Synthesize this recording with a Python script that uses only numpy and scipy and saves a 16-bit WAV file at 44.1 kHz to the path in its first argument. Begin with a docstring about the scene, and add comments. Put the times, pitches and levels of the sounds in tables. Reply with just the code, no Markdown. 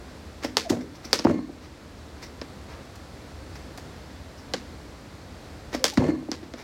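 """Sharp wet cracks, thuds and scuffs: barefoot rope skipping on a wet mat in a back yard, three tries.
The feet scuff off, the rope whistles through the air and cracks on the mat, then the landing thuds
and the mat shudders. Between tries, feet shuffle and the slack rope drags.
Walls and plants scatter each crack over a steady outdoor murmur with two far-off peeps.
Gain control ducks after loud hits; a limiter holds the peaks."""
import sys
import numpy as np
from scipy import signal
from scipy.fft import rfft, irfft, next_fast_len
from scipy.io import wavfile
from scipy.ndimage import uniform_filter1d, minimum_filter1d

SR = 44100
rng = np.random.default_rng(int(sys.argv[2]) if len(sys.argv) > 2 else 0)


def store_wav(level_fs):
    """Save 16-bit WAV to argv[1]."""
    pcm = np.round(np.clip(np.atleast_2d(level_fs), -1, 1) * 32767)
    wavfile.write(sys.argv[1], SR, pcm.T.astype(np.int16))


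N = 292383
T = np.arange(SR) / SR  # 1 s, for single events
HZ = np.fft.rfftfreq(SR, 1 / SR)
SMACK_HZ, SMACK_MS = 599, 1.27  # bare sole on the mat
# mat modes: f/Hz, level/dB, t60/s
MAT_MODES = [(102, -11.5, 0.26), (161.4, -12, 0.5), (252.8, -4.5, 0.48), (308.5, -13, 0.67),
             (349.5, -4.5, 0.15), (466.6, -12, 0.25), (593.6, -14.5, .22)]


def amp(db):
    """dB to gain."""
    return 10 ** (np.asarray(db) / 20)


def unit_rms(x):
    """Scale to rms 1."""
    return x / np.sqrt(np.mean(x ** 2) + 1e-20)


def log_interp(points, hz):
    """Interpolate (f/Hz, value) rows over log frequency."""
    f, value = np.transpose(points)
    return np.interp(np.log(hz + 1), np.log(f + 1), value)


def tilted(points, db_per_oct):
    """Spectrum in dB, tilted about 4.5 kHz."""
    return log_interp(points, HZ) + db_per_oct * np.log2(np.maximum(HZ, 400) / 4500)


def hump(hz, width_oct):
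    """Bell of height 1 over log frequency."""
    return np.exp(-(np.log2((HZ + 1) / hz) / width_oct) ** 2)


def add(mix, s, sound):
    """Mix a sound in at time s."""
    part = mix[max(round(s * SR), 0):][:len(sound)]
    part += sound[:len(part)]


def noise(gain):
    """Noise of rms 1 with the given spectrum."""
    return unit_rms(irfft(gain * rfft(rng.standard_normal(2 * len(gain) - 2))))


def band_noise(hz, width_hz):
    """1 s of noise, rms 1, within about width_hz of hz."""
    return noise(1 / (1 + ((HZ - hz) / width_hz) ** 4))


def jitter(samples):
    """1 s of moving-average noise, rms 1."""
    return unit_rms(uniform_filter1d(rng.standard_normal(SR), samples))


def click(spectrum_db):
    """Minimum-phase impulse of energy 1."""
    log_gain = np.log(amp(np.concatenate([spectrum_db, spectrum_db[-2:0:-1]])))
    impulse = np.fft.ifft(np.exp(np.conj(signal.hilbert(log_gain)))).real
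    return impulse / np.linalg.norm(impulse)


def yard_echo(x, taps_per_s=3000, build_s=0.0036, uneven_db=4):
    """Walls and plants return sparse, uneven echoes; each band dies at its own rate."""
    # echo decay: f/Hz, t60/s
    decay = [(250, 0.46), (700, 0.1), (2000, 0.25), (4500, 0.24), (12000, 0.25)]
    taps = rng.choice([-1., 1.], SR) * (rng.random(SR) < taps_per_s / SR)
    taps *= 1 - np.exp(-(T / build_s) ** 2)
    taps *= amp(uneven_db * rng.standard_normal(SR))
    hz, t, bands = signal.stft(taps, SR, nperseg=256)
    fade = amp(-60 * t / log_interp(decay, hz)[:, None])
    tail = signal.istft(bands * fade, SR, nperseg=256)[1]
    return signal.fftconvolve(x, tail / np.linalg.norm(tail))[:len(x)]


def murmur(level_db=-42.5, drift_db=.5, low_cut_hz=42):
    """Distant traffic and leaves with a low drone; the level drifts slightly."""
    # murmur spectrum: f/Hz, level/dB
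    spectrum = [(15, -52), (25, -18), (59, -3.5), (76, -2.5), (134, -9), (212, -10.5), (270, -9),
                (384, -14), (516, -14.5), (887, -20), (1940, -25), (2990, -30.5), (4370, -28.5),
                (14800, -49), (16000, -50)]
    # humps on it: f/Hz, width/Hz, boost/dB
    humps = [(75, 14, 3.5), (101, 3.3, 0.5), (4130, 2500, 0), (7500, 280, 2.5)]
    hz = np.fft.rfftfreq(2 * next_fast_len(N // 2 + 1), 1 / SR)
    humps_db = sum(db * np.exp(-((hz - f) / width) ** 2) for f, width, db in humps)
    low_cut = hz ** 2 / np.hypot(hz ** 2, low_cut_hz ** 2)
    drift = noise(1 / (1 + (hz / 3) ** 4))
    steady = noise(amp(log_interp(spectrum, hz) + humps_db) * low_cut)
    return (steady * amp(level_db + drift_db * drift))[:N]


def whistles(rows, flutter, echo_db=-4):
    """Short, wavering, gliding tones."""
    out, t = np.zeros(N), T - .1
    for s, db, half_s, hz, oct_per_s in rows:
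        turns = np.cumsum(hz * 2 ** (oct_per_s * t)) / SR
        tone = np.sqrt(2) * np.sin(2 * np.pi * turns)
        waver = 1 + flutter * noise(1 / (1 + (HZ / 90) ** 2))
        add(out, s + t[0], amp(db) * waver * tone * np.exp(-(t / half_s) ** 2))
    return out + amp(echo_db) * yard_echo(out)


def peeps():
    """Faint, far-off peeps."""
    # peeps: peak t/s, level/dB, half length/s, f/Hz, glide/(oct/s)
    tones = [(4.025, -65, 0.019, 4360, 1), (4.16, -58, 0.016, 3440, -0.5)]
    return whistles(tones, flutter=.6)


def scuff(s, db, rise_s, fall_s, tilt_db_oct, chirp_db, grain_db=3, echo_db=-9):
    """Rubbing: a swarm of tiny slips swells and fades; the water film makes them chirp."""
    # spectrum of one slip: f/Hz, level/dB
    spectrum = [(100, -20), (300, -2.5), (700, -2.5), (1500, -3.5), (2100, -0.5), (3000, -9.5),
                (4200, -6.5), (5400, -2), (7000, -13.5), (9000, -21), (16000, -25)]
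    t = T - .1
    slips = unit_rms(rng.standard_normal(SR) * amp(grain_db * jitter(40)))
    envelope = np.exp(-(np.minimum(t, 0) / rise_s) ** 2 - np.maximum(t, 0) / fall_s)
    slip = click(tilted(spectrum, tilt_db_oct) + chirp_db * hump(hz=5350, width_oct=0.26))
    sound = amp(db) * signal.fftconvolve(slips * envelope, slip)[:SR]
    return s + t[0], sound + amp(echo_db) * yard_echo(sound)


def wet_scuff(s, db, rise_s, fall_s, chirp_db):
    """A wetter spot chirps more and sounds brighter."""
    return scuff(s, db, rise_s, fall_s, tilt_db_oct=-0.81 + 0.58 * chirp_db, chirp_db=chirp_db)


def thud(s, db, hz, ms, mat_db, sag=0.1821, echo_db=-11):
    """A push of a few cycles, its pitch sinking as the contact flattens; the mat rings on."""
    t = T - .05
    u = t / (ms / 1000)
    turns = np.cumsum(hz * (1 - sag * np.tanh(u))) / SR
    push = np.sin(2 * np.pi * (turns + rng.random())) / np.cosh(np.clip(1.7 * u, -50, 50))
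    detunes = rng.uniform(.96, 1.03, len(MAT_MODES))
    modes = sum(amp(level - 60 * T / t60) * np.sin(2 * np.pi * f * detune * T)
                for (f, level, t60), detune in zip(MAT_MODES, detunes))
    ring = unit_rms(signal.fftconvolve(push, modes)[:SR]) * push.std()
    sound = amp(db) * (push + amp(mat_db) * ring)
    return s + t[0], sound + amp(echo_db) * yard_echo(sound)


def crack(s, db, tilt_db_oct, lag_ms, splash_db, snap_hz, snap_db, echo_db,
          snap_oct=0.23, top_db_oct=0, ripple_db=2.5, splash_at_s=0.0023, splash_half_s=0.0072):
    """A wet slap snaps at one point, then spreads along the mat: a fast falling chirp and a splash."""
    # slap spectrum: f/Hz, level/dB
    spectrum = [(60, -60), (160, -13), (280, -0.5), (380, -4.5), (510, 1), (700, -2), (1100, -3.5),
                (2000, -6), (2800, -8), (3800, -5.5), (5000, -5), (6300, -9), (8200, -17), (16000, -22)]
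    lead_s = .002
    delay_s = lead_s + lag_ms / np.maximum(HZ, 300)  # lows come last; lag_ms applies at 1 kHz
    sweep = np.exp(-2j * np.pi * np.cumsum(delay_s))
    ripple = unit_rms(signal.oaconvolve(rng.standard_normal(len(HZ)), np.hanning(600), "same"))
    top_oct = np.log2(np.maximum(HZ / 7800, 1))
    base_db = tilted(spectrum, tilt_db_oct) + top_db_oct * top_oct
    ring_db = snap_db * hump(snap_hz, snap_oct) + ripple_db * ripple  # first contact rings briefly
    dull_db = base_db + 0.12 * ring_db - 8 * top_oct  # for splash and echo
    snap = irfft(rfft(click(base_db + ring_db)) * sweep) * (T < .5)
    spread = irfft(rfft(click(dull_db)) * sweep) * (T < .5)
    drops = rng.standard_normal(SR) * np.exp(-((T - splash_at_s) / splash_half_s) ** 2)
    splash = unit_rms(signal.fftconvolve(spread, drops)[:SR]) * snap.std()
    return s - lead_s, amp(db) * (snap + amp(splash_db) * splash + amp(echo_db) * yard_echo(spread))


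def drags():
    """Feet shuffle and the slack rope trails over the wet mat."""
    # drags: peak t/s, level/dB, fade/s, chirp/dB
    rubs = [(.812, -42, 0.011, -0.5), (.955, -45.5, 0.017, 2), (1.114, -45.5, 0.017, 1),
            (1.64, -47.5, 0.036, 0), (2.232, -39, 0.018, 2), (2.715, -44.5, 0.063, -4.5),
            (3.558, -43.5, 0.0095, 2), (3.783, -37.5, 0.0088, -6.5), (4.385, -53, .025, 7),
            (6.435, -44.5, 0.016, -3.5), (6.595, -43.5, 0.047, -1)]
    out = np.zeros(N)
    for s, db, fall_s, chirp_db in rubs:
        add(out, *wet_scuff(s, db, rise_s=0.49 * fall_s, fall_s=fall_s, chirp_db=chirp_db))
    return out


def steps(smack_lead_s=0.00678):
    """Small steps to regain balance: the sole smacks just before the weight arrives."""
    # steps: t/s, push/dB, f/Hz, smack/dB
    footfalls = [(1.379, -15, 251.5, -38), (1.502, -24, 298.8, -28.5), (6.147, -24, 271, -38),
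                 (6.235, -26, 301, -30), (6.295, -20, 310.5, -22.5), (6.434, -29.5, 321, -35)]
    out = np.zeros(N)
    for s, db, hz, smack_db in footfalls:
        add(out, *thud(s - smack_lead_s, smack_db, SMACK_HZ, SMACK_MS, mat_db=-4))
        add(out, *thud(s, db, hz, ms=4.7, mat_db=-11.5))
    return out


def takeoffs(slide_lead_s=.012, peel_lead_s=0.0032):
    """The soles slide, peel off with a scuff and a smack, and push the mat away."""
    # takeoffs: t/s, push/dB, smack/dB, scuff/dB, chirp/dB
    jumps = [(.452, -22, -14.5, -28.5, 1), (1.058, -32.5, -45, -36.5, 6), (5.752, -22, -15.5, -28.5, 0.5)]
    out = np.zeros(N)
    for s, push_db, smack_db, scuff_db, chirp_db in jumps:
        add(out, *wet_scuff(s - slide_lead_s, scuff_db - 7, rise_s=.014, fall_s=0.03, chirp_db=-1.5))
        add(out, *wet_scuff(s - peel_lead_s, scuff_db, rise_s=0.0072, fall_s=0.0077, chirp_db=chirp_db))
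        add(out, *thud(s - peel_lead_s, smack_db, SMACK_HZ, SMACK_MS, mat_db=-6.5))
        add(out, *thud(s, push_db, hz=281, ms=5.1, mat_db=-6.5))
    return out


def mat_shudder(s, db, settle_s, ring_db, onset_s=0.0029, squelch_t60_s=0.29,
                ring_hold_s=0.12, ring_t60_s=0.41):
    """Settling weight shakes the mat's modes at random and squelches water from under the soles."""
    # squelch spectrum: f/Hz, level/dB
    spectrum = [(60, -28), (200, 9), (550, 10), (800, -1), (1200, -12), (2000, -10.5), (3000, -20.5),
                (4400, -27), (6500, -23), (9000, -34), (16000, -54)]
    # faint high ringing: f/Hz, width/Hz, level/dB
    ring_bands = [(1070, 90, 1.5), (1770, 51, -3), (2130, 15, -5), (4310, 230, -6)]
    fading_s = np.maximum(T - 0.81 * settle_s, 0)
    body = sum(amp(level - 60 * fading_s / t60) * band_noise(f, width_hz=19)
               for f, level, t60 in MAT_MODES)
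    squelch_db = -3 + 2.5 * jitter(300) - 60 * fading_s / squelch_t60_s
    squelch = noise(amp(log_interp(spectrum, HZ))) * amp(squelch_db)
    ring = sum(amp(level) * band_noise(f, width) for f, width, level in ring_bands)
    ring *= amp(ring_db - 60 * np.maximum(T - ring_hold_s, 0) / ring_t60_s)
    return s, amp(db) * (1.07 * body + squelch + ring) * (1 - np.exp(-T / onset_s))


def landings():
    """Toes skid, water splats, the balls of the feet thump, the ground takes the weight, heels drop."""
    # landings: t/s, skid/dB, splat/dB, splat tilt/(dB/oct), splat f/Hz, thump/dB, thump f/Hz,
    # smack/dB, deep bump/dB, heel delay/s, heels/dB, shudder/dB, high ring/dB re shudder
    impacts = [(0.7082, -30, -4.5, 2, 7000, -7, 306.7, -18.5, -25, 0.0163, -31, -22, -51),
               (1.2568, -35, 10.5, -10, 5300, -7.5, 254.5, -8, -18, .056, -16.5, -20, -29),
               (5.9814, -46, 2, -4, 2000, -3, 254.4, -15.5, -11, .114, -10.5, -21.5, -23)]
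    # wet mat popping under settling feet: t/s, level/dB, length/ms
    pops = [(.7195, -17, .9), (.7345, -31, .8), (1.2704, -2, .45), (1.299, -8, 0.33), (1.392, -24, 0.78),
            (6.023, -12, 1.3)]
    out = np.zeros(N)
    for (s, skid_db, splat_db, tilt_db_oct, splat_hz, thump_db, thump_hz,
         smack_db, bump_db, settle_s, heel_db, shudder_db, ring_db) in impacts:
        add(out, *scuff(s - 0.01, skid_db, rise_s=0.0052, fall_s=0.0037, tilt_db_oct=1, chirp_db=-1))
        add(out, *crack(s - .008, splat_db, tilt_db_oct, lag_ms=0.845, splash_db=2.5,
                        snap_hz=splat_hz, snap_db=17, echo_db=0))
        add(out, *thud(s, thump_db, thump_hz, ms=3.9, mat_db=-23))
        add(out, *thud(s, smack_db, hz=776, ms=1.6, mat_db=-4.5))
        add(out, *thud(s + .012, bump_db, hz=121, ms=5.4, mat_db=-7))
        add(out, *mat_shudder(s + .008, shudder_db, settle_s, ring_db))
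        add(out, *thud(s + settle_s, heel_db, hz=311.6, ms=11.3, mat_db=-6))
    for s, db, ms in pops:
        add(out, *thud(s, db, hz=811, ms=ms, mat_db=-5))
    return out


def rope(full_stroke_db=21, nudge_delay_s=0.0049):
    """The rope sheds whistling eddies, cracks on the wet mat and nudges it; flung drops tick."""
    # rope cutting the air: peak t/s, level/dB, half length/s, f/Hz, glide/(oct/s)
    swishes = [(.670, -31.5, 0.015, 660, -10), (.838, -43.5, 0.025, 410, -2), (5.825, -39, 0.023, 520, -1),
               (5.935, -40, 0.013, 800, -15.5)]
    # rope hitting the mat: t/s, level/dB, lag at 1 kHz/ms, splash/dB, snap f/Hz, snap width/oct, snap/dB
    slaps = [(0.5697, 10.5, 0.75, -13, 4430, 0.69, 9), (1.1304, 13, 0.89, -7.5, 4960, 0.22, 12.5),
             (1.19, -2, 0.76, 0, 5330, .35, 21), (1.195, -2, 0.93, -12, 5050, .3, 11),
             (2.415, -10, 1.9, -1.5, 4970, 0.19, 15), (4.5368, 0, 2, 0.5, 3970, 0.62, 8),
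             (5.842, 15, 1.44, -22, 6260, .6, 4.5), (6.3163, 0.5, 0.88, -8, 5400, 0.38, 13),
             (6.5378, -10.5, 1.63, -7, 6250, .3, 4)]
    # flung water: t/s, level/dB
    drips = [(2.9569, -29), (3.776, -21.5), (5.9379, -17)]
    out = whistles(swishes, flutter=0.29)
    for s, db, lag_ms, splash_db, snap_hz, snap_oct, snap_db in slaps:
        tilt_db_oct = -1.92 + 0.19 * db  # harder is brighter
        top_db_oct = 0.3 * (db - full_stroke_db)  # softer loses the top treble
        add(out, *crack(s, db, tilt_db_oct, lag_ms, splash_db, snap_hz, snap_db,
                        echo_db=-4.5, snap_oct=snap_oct, top_db_oct=top_db_oct))
        nudge_db, nudge_hz = -26 + 0.54 * db, 280.4 + 17 * max(db, 0)
        add(out, *thud(s + nudge_delay_s, nudge_db, nudge_hz, ms=3.75, mat_db=-5))
    for s, db in drips:
        add(out, *crack(s, db, tilt_db_oct=3.8, lag_ms=0.53, splash_db=2,
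                        snap_hz=2300, snap_db=11, echo_db=0))
    return out


def scene():
    """Rope, feet and mat over the outdoor murmur; mono."""
    feet = takeoffs() + landings() + steps() + drags()
    outdoors = murmur() + peeps()
    return (rope() + feet + outdoors)[None]


def limiter(x, samples=40):
    """The gain dips for about 1 ms round any peak above full scale."""
    gain = 1 / np.maximum(abs(x), 1)
    return x * uniform_filter1d(minimum_filter1d(gain, samples), samples)


def record(dry, threshold_db=-28, duck_db_per_db=0.29, recover_db_per_s=22, sense_s=0.012, top_hz=16050):
    """Gain control ducks after loud hits, a limiter holds the cracks, a low-pass ends the band."""
    pole = np.exp(-1 / (sense_s * SR))
    smoother = [1 - pole], [1, -pole]
    power_db = 10 * np.log10(signal.lfilter(*smoother, dry[0] ** 2) + 1e-12)
    recovery_db = np.arange(N) * recover_db_per_s / SR
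    held_db = np.maximum.accumulate(power_db + recovery_db) - recovery_db
    over_db = np.maximum(held_db - threshold_db, 0)
    ducked = dry * amp(-duck_db_per_db * signal.lfilter(*smoother, over_db))
    low_pass = signal.firwin(511, top_hz, window=("kaiser", 9), fs=SR)
    return signal.oaconvolve(limiter(ducked), low_pass[None], "same")


dry = scene()
out = record(dry)
store_wav(out)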